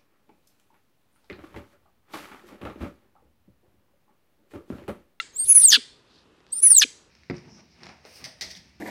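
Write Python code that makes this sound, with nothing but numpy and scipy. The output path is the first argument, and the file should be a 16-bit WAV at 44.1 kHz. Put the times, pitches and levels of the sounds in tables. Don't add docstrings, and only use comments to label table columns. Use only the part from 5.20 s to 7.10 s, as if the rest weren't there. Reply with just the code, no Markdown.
import sys
import numpy as np
from scipy import signal
from scipy.fft import rfft, irfft
from scipy.io import wavfile
from scipy.ndimage import uniform_filter1d

SR = 44100
rng = np.random.default_rng(int(sys.argv[2]) if len(sys.argv) > 2 else 0)


def transcribe(signal):
    frames = np.atleast_2d(signal).T
    limited = np.clip(frames, -1, 1)
    pcm = np.round(limited * 32767).astype(np.int16)
    wavfile.write(sys.argv[1], SR, pcm)


def volts_from_db(level):
    exponent = np.asarray(level, float) / 20
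    return 10 ** exponent


N = 83790
T = np.arange(N) / SR

# f/Hz, density/dB per Hz
YARD_SPECTRUM = [(15, -14), (40, -5.5), (228, -5), (420, -3), (700, -14), (1050, -11.5), (1600, -14.5),
                 (2330, -21), (2560, -15), (11000, -38), (14300, -48), (22000, -52.5)]
# f/Hz, level/dB, t60/s
ECHO_BANDS = [(1220, -47.5, 0.093), (2023, -35.5, 0.54), (2789, -30.5, 0.31), (3700, -31, 0.47),
              (4818, -29, 0.45), (6198, -28.5, 0.43), (7800, -34.5, 0.42), (10000, -43, 0.16),
              (12500, -58, .16)]
# t/s, length/s, level/dB
WIND_PUFFS = [
    (0.21, 0.1, -53),
    (0.417, 0.018, -50.5),
    (1.552, 0.035, -51.5),
]
# t/s, peak level/dB
KNIFE_TICKS = [
    (0.9014, -57),
    (1.2049, -41.5),
    (1.2665, -36),
]
# t/s, length/s, level/dB
KNIFE_STROKES = [
    (0.852, 0.21, -62),
    (1.256, 0.13, -66.5),
]
# f/Hz, peak level/dB, fade/s
REMNANT_PARTIALS = [(1350, -27, 0.012), (2040, -21, .0045), (2750, -25.5, 0.007), (3510, -25, .0045),
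                    (4100, -27, .0045)]
# t/s, length/s, f/Hz, level/dB
PEEP_TONES = [
    (1.302, 0.014, 5790, -59.5),
]
# t/s, length/s, f/Hz, level/dB
MOUTH_HUMS = [
    (.25, .04, 400, -54),
    (.35, .1, 290, -57),
    (1.395, .04, 420, -55),
]
# t/s, length/s, f/Hz, level/dB
GULP_TONES = [
    (0.571, 0.031, 249, -25),
    (1.643, 0.018, 265, -26.5),
]
# t/s, f/Hz, level/dB
STRAND_LINE = [(1.53, 4535, -46), (1.542, 4350, -35), (1.558, 4120, -35), (1.572, 3860, -30.5),
               (1.58, 3800, -49)]
# t/s, level/dB
SQUAWK_RASPS = [
    [(0.0, -42), (0.004, -35), (0.012, -59.5), (0.03, -53)],
    [(0.502, -45), (0.506, -20.5), (0.514, -23), (0.518, -12.5), (0.532, -12.5), (0.542, -10.5),
     (0.561, -16), (0.57, -24.5), (0.578, -57.5)],
    [(1.615, -28), (1.619, -19.5), (1.627, -13.5), (1.631, -16), (1.6325, -28), (1.634, -4.5),
     (1.6355, -23), (1.637, -15), (1.643, -34)],
]
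# t/s, f/Hz, level/dB
SQUAWK_THROATS = [
    [(0.0, 1370, -45), (0.012, 1350, -80)],
    [(0.523, 1914, -23.5), (0.531, 1729, -15), (0.539, 1571, -23.5), (0.541, 1750, -33.5),
     (0.544, 1788, -18), (0.547, 1754, -21.5), (0.553, 1707, -18.5), (0.563, 1480, -32),
     (0.571, 1350, -29.5)],
    [(1.615, 1900, -28.5), (1.617, 1837, -19.5), (1.622, 1604, -16), (1.623, 1778, -52),
     (1.627, 1767, -23.5), (1.633, 1668, -27.5), (1.638, 1597, -32), (1.642, 1536, -46.5)],
]
# rasp start f/Hz, rasp end f/Hz, half lines start level/dB, end level/dB
SQUAWK_COURSES = [
    (3540, 5600, -36, -17),
    (4977, 3950, -33, -4.5),
    (4195, 3700, -9, 4.5),
]
# f/Hz, density/dB per Hz
RASP_TOP_SPECTRUM = [(2940, -29), (5000, -17.5), (5650, -11.5), (7000, -14.5), (7710, -20.5), (10200, -15),
                     (11400, -32.5), (16000, -25)]
# start t/s, end t/s, rate/Hz, chop depth (0-6), pitch wobble/Hz
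FOLD_FLUTTER = [
    (.244, .275, 400, 1.8, 200),
    (.275, .296, 340, 1.3, 300),
    (.296, .329, 300, .2, 220),
    (.329, .356, 290, 1.5, 150),
    (.393, .425, 370, 1.2, 150),
    (.466, .498, 105, .25, 0),
    (.5, .52, 300, .4, 200),
    (1.393, 1.433, 370, 1.7, 200),
    (1.482, 1.505, 310, 1.3, 120),
    (1.6, 1.624, 300, .3, 100),
]
# t/s, length/s, level/dB
THROAT_GASPS = [
    (0.244, 0.038, -48),
    (0.403, 0.065, -41),
    (1.519, 0.14, -44.5),
]
# t/s, f/Hz, level/dB
FIRST_WHISTLE = [
    [(0.125, 6500, -69.5), (0.14, 6397, -56.5), (0.159, 7214, -45.5)],
    [(0.162, 7330, -35.5), (0.168, 7498, -29), (0.178, 7950, -37), (0.188, 8300, -28.5), (0.2, 8560, -20),
     (0.212, 8700, -23.5), (0.226, 8530, -25), (0.242, 8680, -26.5), (0.244, 8940, -23)],
    [(0.248, 10000, -31), (0.254, 10200, -31), (0.268, 10300, -33.5), (0.284, 10300, -21),
     (0.298, 10270, -10.5), (0.31, 10380, -9.5), (0.324, 10230, -11), (0.33, 10150, -10)],
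    [(0.334, 10120, -20), (0.342, 10100, -24), (0.351, 10200, -13.5), (0.358, 10220, -7.5),
     (0.37, 10060, -8), (0.38, 9850, -7.5), (0.388, 9680, -12), (0.392, 9620, -18.5)],
    [(0.398, 9900, -12), (0.406, 10000, -17), (0.414, 9900, -17), (0.42, 9600, -11.5), (0.427, 9280, -19),
     (0.437, 8960, -11), (0.443, 8790, -9.5), (0.45, 8570, -8), (0.46, 8244, -6)],
    [(0.466, 8000, -18.5), (0.47, 7860, -16.5), (0.488, 7130, -11.5), (0.496, 6600, -15), (0.5, 6350, -21),
     (0.503, 6250, -10), (0.51, 6000, -21.5), (0.516, 5500, -25)],
]
# t/s, f/Hz, level/dB
SECOND_WHISTLE = [
    [(1.314, 7700, -76), (1.324, 8142, -32), (1.332, 8450, -21.5), (1.34, 8800, -28), (1.347, 9002, -34.5),
     (1.362, 9059, -28.5), (1.394, 9103, -27), (1.396, 9004, -37)],
    [(1.402, 9651, -25.5), (1.412, 9773, -45.5), (1.434, 10020, -10.5), (1.454, 10150, -11.5),
     (1.47, 9853, -8.5), (1.478, 9560, -12.5)],
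    [(1.484, 9750, -12.5), (1.489, 9800, -20), (1.496, 9820, -19), (1.502, 9800, -18.5), (1.506, 9554, -5)],
    [(1.51, 9560, -13), (1.518, 9350, -5.5), (1.525, 9050, -12), (1.529, 8950, -9.5), (1.542, 8710, -22),
     (1.552, 8375, -9), (1.56, 8148, -23.5), (1.566, 7913, -8)],
    [(1.569, 7800, -9.5), (1.572, 7665, -9.5), (1.577, 7520, -14), (1.583, 7307, -7), (1.587, 7010, -0.5),
     (1.589, 6870, -19), (1.591, 6680, -19.5), (1.593, 6390, -19.5), (1.598, 6110, -9.5)],
    [(1.6, 6160, -21), (1.603, 5770, -15), (1.609, 5316, -27.5), (1.614, 4808, -12.5), (1.618, 4136, -31.5),
     (1.624, 2965, -25)],
]
MIRROR_LEVELS_DB = [-19, -33.5, -41.5]


def column(rows, index, outside):
    rows = np.array(rows)
    return np.interp(T, rows[:, 0], rows[:, index], left=outside, right=outside)


def rms_one(x):
    return x / np.sqrt(np.mean(np.abs(x) ** 2) + 1e-20)


def low(x, hz, order=2):
    return signal.sosfilt(signal.butter(order, np.clip(hz, 5, 20000), fs=SR, output="sos"), x)


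def band(x, low_hz, high_hz):
    return signal.sosfilt(signal.butter(2, [low_hz, min(high_hz, 20000)], "band", fs=SR, output="sos"), x)


def drift(hz):
    return rms_one(low(rng.standard_normal(N), hz))


def bump(start_s, length_s):
    return np.sin(np.pi * np.clip((T - start_s) / length_s, 0, 1)) ** 2


def swells(events):
    return sum(volts_from_db(db) * bump(s, length_s) for s, length_s, db in events)


def turns(hz):
    return 2 * np.pi * np.cumsum(hz) / SR


def coloured(points):
    hz, db = np.transpose(points)
    f = np.fft.rfftfreq(N, 1 / SR) + 1
    gain = volts_from_db(np.interp(np.log(f), np.log(hz), db))
    return rms_one(irfft(rfft(rng.standard_normal(N)) * gain, N))


def yard():
    return volts_from_db(-61 + 0.6 * drift(14)) * coloured(YARD_SPECTRUM)


def wind():
    return drift(100) * swells(WIND_PUFFS)


def echo(x):
    smear_hz, onset_s = 350, 0.0094
    earlier_db, earlier_top_hz = 16, 8300
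    white = rng.standard_normal((2, N))
    tail = 0
    for k, (hz, db, t60_s) in enumerate(ECHO_BANDS):
        fade = volts_from_db(db - 45 - 60 * T / t60_s)
        tail = tail + fade * rms_one(band(white[k % 2], hz / 1.273, hz * 1.296))
    tail = tail * np.clip(T / onset_s, 0, 1)
    returns = signal.fftconvolve(x * drift(smear_hz), tail)[:N]
    earlier = low(tail - 0.62 * band(tail, 5000, 6700), earlier_top_hz, order=6)
    return returns + volts_from_db(earlier_db) * earlier


def knife():
    tick_hz, tick_width_hz = 2873, 4800
    stroke_low_hz, stroke_high_hz = 3396, 5000
    grains = rng.standard_normal(N) * volts_from_db(2.3 * drift(136))
    grit = rms_one(band(grains, stroke_low_hz, stroke_high_hz))
    strokes = grit * sum(volts_from_db(db) * bump(s, length_s) ** .5 for s, length_s, db in KNIFE_STROKES)
    clicks = np.zeros(N)
    for s, db in KNIFE_TICKS:
        clicks[int(s * SR)] = 3 * volts_from_db(db)
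    ticks = band(clicks, max(tick_hz - tick_width_hz / 2, 200), tick_hz + tick_width_hz / 2)
    return low(ticks, 6100, order=4) + strokes


def remnant():
    out = 0
    for k, (hz, db, fade_s) in enumerate(REMNANT_PARTIALS):
        out = out + (-1) ** k * volts_from_db(db) * np.exp(-(T / fade_s) ** 2) * np.sin(2 * np.pi * hz * T)
    return out


def peeps_and_hums():
    return sum(volts_from_db(db) * bump(s, length_s) * np.sin(2 * np.pi * hz * T)
               for s, length_s, hz, db in PEEP_TONES + MOUTH_HUMS)


def gulps():
    sag, t60_s, husk = 0.2, 0.077, 0.24
    overtone_ratio, overtone_db = 1.7, -6
    out = 0
    for s, length_s, hz, db in GULP_TONES:
        phase = turns(hz * (1 - sag * np.clip((T - s) / length_s - .5, -1, 1)))
        fade = volts_from_db(db - 60 * np.clip(T - s, 0, 1) / t60_s) * np.sqrt(bump(s, length_s))
        tone = np.sin(phase) + volts_from_db(overtone_db) * np.sin(overtone_ratio * phase)
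        out = out + band(fade * (1 + husk * drift(120)) * tone, 150, 800)
    return out


def strand():
    husk = 1 + 0.35 * drift(146.8)
    tone = np.sin(turns(column(STRAND_LINE, index=1, outside=2800)))
    return volts_from_db(column(STRAND_LINE, index=2, outside=-150)) * husk * tone


def rasp_push():
    pulses_hz, width_hz, noise = 480, 480, 0.77
    cycle = turns(pulses_hz * (1 + .3 * drift(200))) // (2 * np.pi)
    slaps = (np.diff(cycle, prepend=0) > 0) * volts_from_db(2.6 * rng.standard_normal(N))
    pulses = rms_one(slaps) * np.exp(2j * np.pi * rng.random((2, N)))
    hiss = rng.standard_normal((2, N)) + 1j * rng.standard_normal((2, N))
    return rms_one(low(pulses + noise * hiss, width_hz, order=4))


def squawks():
    top_db, top_fade_db = -7, 18.5
    lower_ratio, lower_from_db, lower_to_db = 0.74, -10, 5
    harmonics_db = [0, 3.5, -3.5, -11.5]
    floor_hz, chest_db = 970, -23
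    upper, lower = rasp_push()
    top = volts_from_db(top_db) * coloured(RASP_TOP_SPECTRUM) * (np.abs(upper) + .5)
    out = 0
    for rows, voice, course in zip(SQUAWK_RASPS, SQUAWK_THROATS, SQUAWK_COURSES):
        from_hz, to_hz, half_from_db, half_to_db = course
        along = np.clip((T - rows[0][0]) / (rows[-1][0] - rows[0][0]), 0, 1)
        centre = turns(from_hz + (to_hz - from_hz) * along)
        share = volts_from_db(lower_from_db + (lower_to_db - lower_from_db) * along)
        rings = upper * np.exp(1j * centre) + share * lower * np.exp(1j * lower_ratio * centre)
        rasp = np.real(rings) + volts_from_db(-top_fade_db * along) * top
        throat = turns(column(voice, index=1, outside=1400) + 70 * along * drift(400))
        tone = sum(volts_from_db(db) * np.sin(k * throat) for k, db in enumerate(harmonics_db, 1))
        half_gain = volts_from_db(half_from_db + (half_to_db - half_from_db) * along)
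        halves = half_gain * (np.sin(3 * throat / 2) + np.sin(5 * throat / 2))
        rough = volts_from_db(7 * along * drift(200))
        out = out + volts_from_db(column(rows, index=1, outside=-150)) * rasp
        out = out + volts_from_db(column(voice, index=2, outside=-150)) * rough * (tone + halves)
    chest = band(np.abs(out) * rng.standard_normal(N), 290, 770)
    floor = signal.butter(6, floor_hz, "high", fs=SR, output="sos")
    return signal.sosfilt(floor, out) + volts_from_db(chest_db) * chest


def flutter():
    rate_jitter, flap_spread_db = 0.14, -0.5
    rate_hz, chop, wobble_hz = np.full(N, 300.), np.zeros(N), np.zeros(N)
    for start_s, end_s, hz, depth, swing_hz in FOLD_FLUTTER:
        on = (T >= start_s) & (T < end_s)
        rate_hz[on], chop[on], wobble_hz[on] = hz, depth, swing_hz
    chop = uniform_filter1d(chop, size=260)
    wobble_hz = uniform_filter1d(wobble_hz, size=260)
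    phase = turns(rate_hz * (1 + rate_jitter * drift(150)))
    skew = phase - np.cos(phase) / 4
    spread = volts_from_db(flap_spread_db * np.minimum(chop, 1) * drift(150))
    gain = np.exp(chop * (np.cos(skew) - 1)) * spread
    gain = gain / np.sqrt(uniform_filter1d(gain ** 2, size=400))
    return gain, -wobble_hz * np.sin(phase), chop


def flap_snaps(chop):
    out = 0
    for hz, db in ((8720, -10), (11900, -21.5)):
        out = out + volts_from_db(db) * np.sin(turns(hz + 280 * drift(450)))
    return out * np.clip(2 * chop - .9, 0, 1)


def throat_hiss(level_db):
    breath = volts_from_db(0.5 * drift(15)) * rms_one(band(rng.standard_normal(N), 3336, 4700))
    return (volts_from_db(-50 + 0.38 * level_db) + swells(THROAT_GASPS)) * breath


def whistle():
    pitch_jitter_hz, octave_db, air_db, air_width_hz = 22, -16.5, -39, 1400
    loudest = 0.48
    rows = [row for phrase in FIRST_WHISTLE for row in phrase]
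    rows += [(.525, 5000, -63), (.54, 5000, -120), (1.31, 7600, -120)]
    rows += [row for phrase in SECOND_WHISTLE for row in phrase]
    rows += [(1.628, 2980, -65)]
    gain, swing_hz, chop = flutter()
    level_db = column(rows, index=2, outside=-250)
    phase = turns(column(rows, index=1, outside=3800) + swing_hz + pitch_jitter_hz * drift(450))
    tone = (1 + volts_from_db(air_db) * drift(air_width_hz)) * np.sin(phase)
    tone = tone + volts_from_db(air_db) * drift(air_width_hz) * np.cos(phase)
    tone = tone + volts_from_db(octave_db) * np.sin(2 * phase)
    loudness = np.minimum(volts_from_db(level_db) * gain, loudest)
    return loudness * (np.sqrt(2) * tone + flap_snaps(chop)) + throat_hiss(level_db)


def scene():
    monkey = remnant() + peeps_and_hums() + gulps() + strand() + squawks() + whistle()
    return (yard() + wind() + knife() + volts_from_db(12) * echo(monkey) + monkey)[None]


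def top_cut(x):
    return signal.sosfilt(signal.butter(12, 16430, fs=SR, output="sos"), x)


def record(dry):
    mirror_step_hz, mirror_top_hz, clip_level, cut_hz = 3900, 10000, 0.9, 16550
    edge = np.zeros((1, 2))
    bend = np.diff(dry, n=4, axis=1, prepend=edge, append=edge) / 4
    comb = sum(2 * volts_from_db(db) * np.cos(2 * np.pi * k * mirror_step_hz * T)
               for k, db in enumerate(MIRROR_LEVELS_DB, 1))
    mirrored = dry + low(comb * bend, mirror_top_hz, order=1)
    clipped = np.clip(mirrored, -clip_level, clip_level)
    mix = signal.sosfilt(signal.cheby2(12, 70, cut_hz, fs=SR, output="sos"), clipped)
    return top_cut(mix)


dry = scene()
out = record(dry)
transcribe(out)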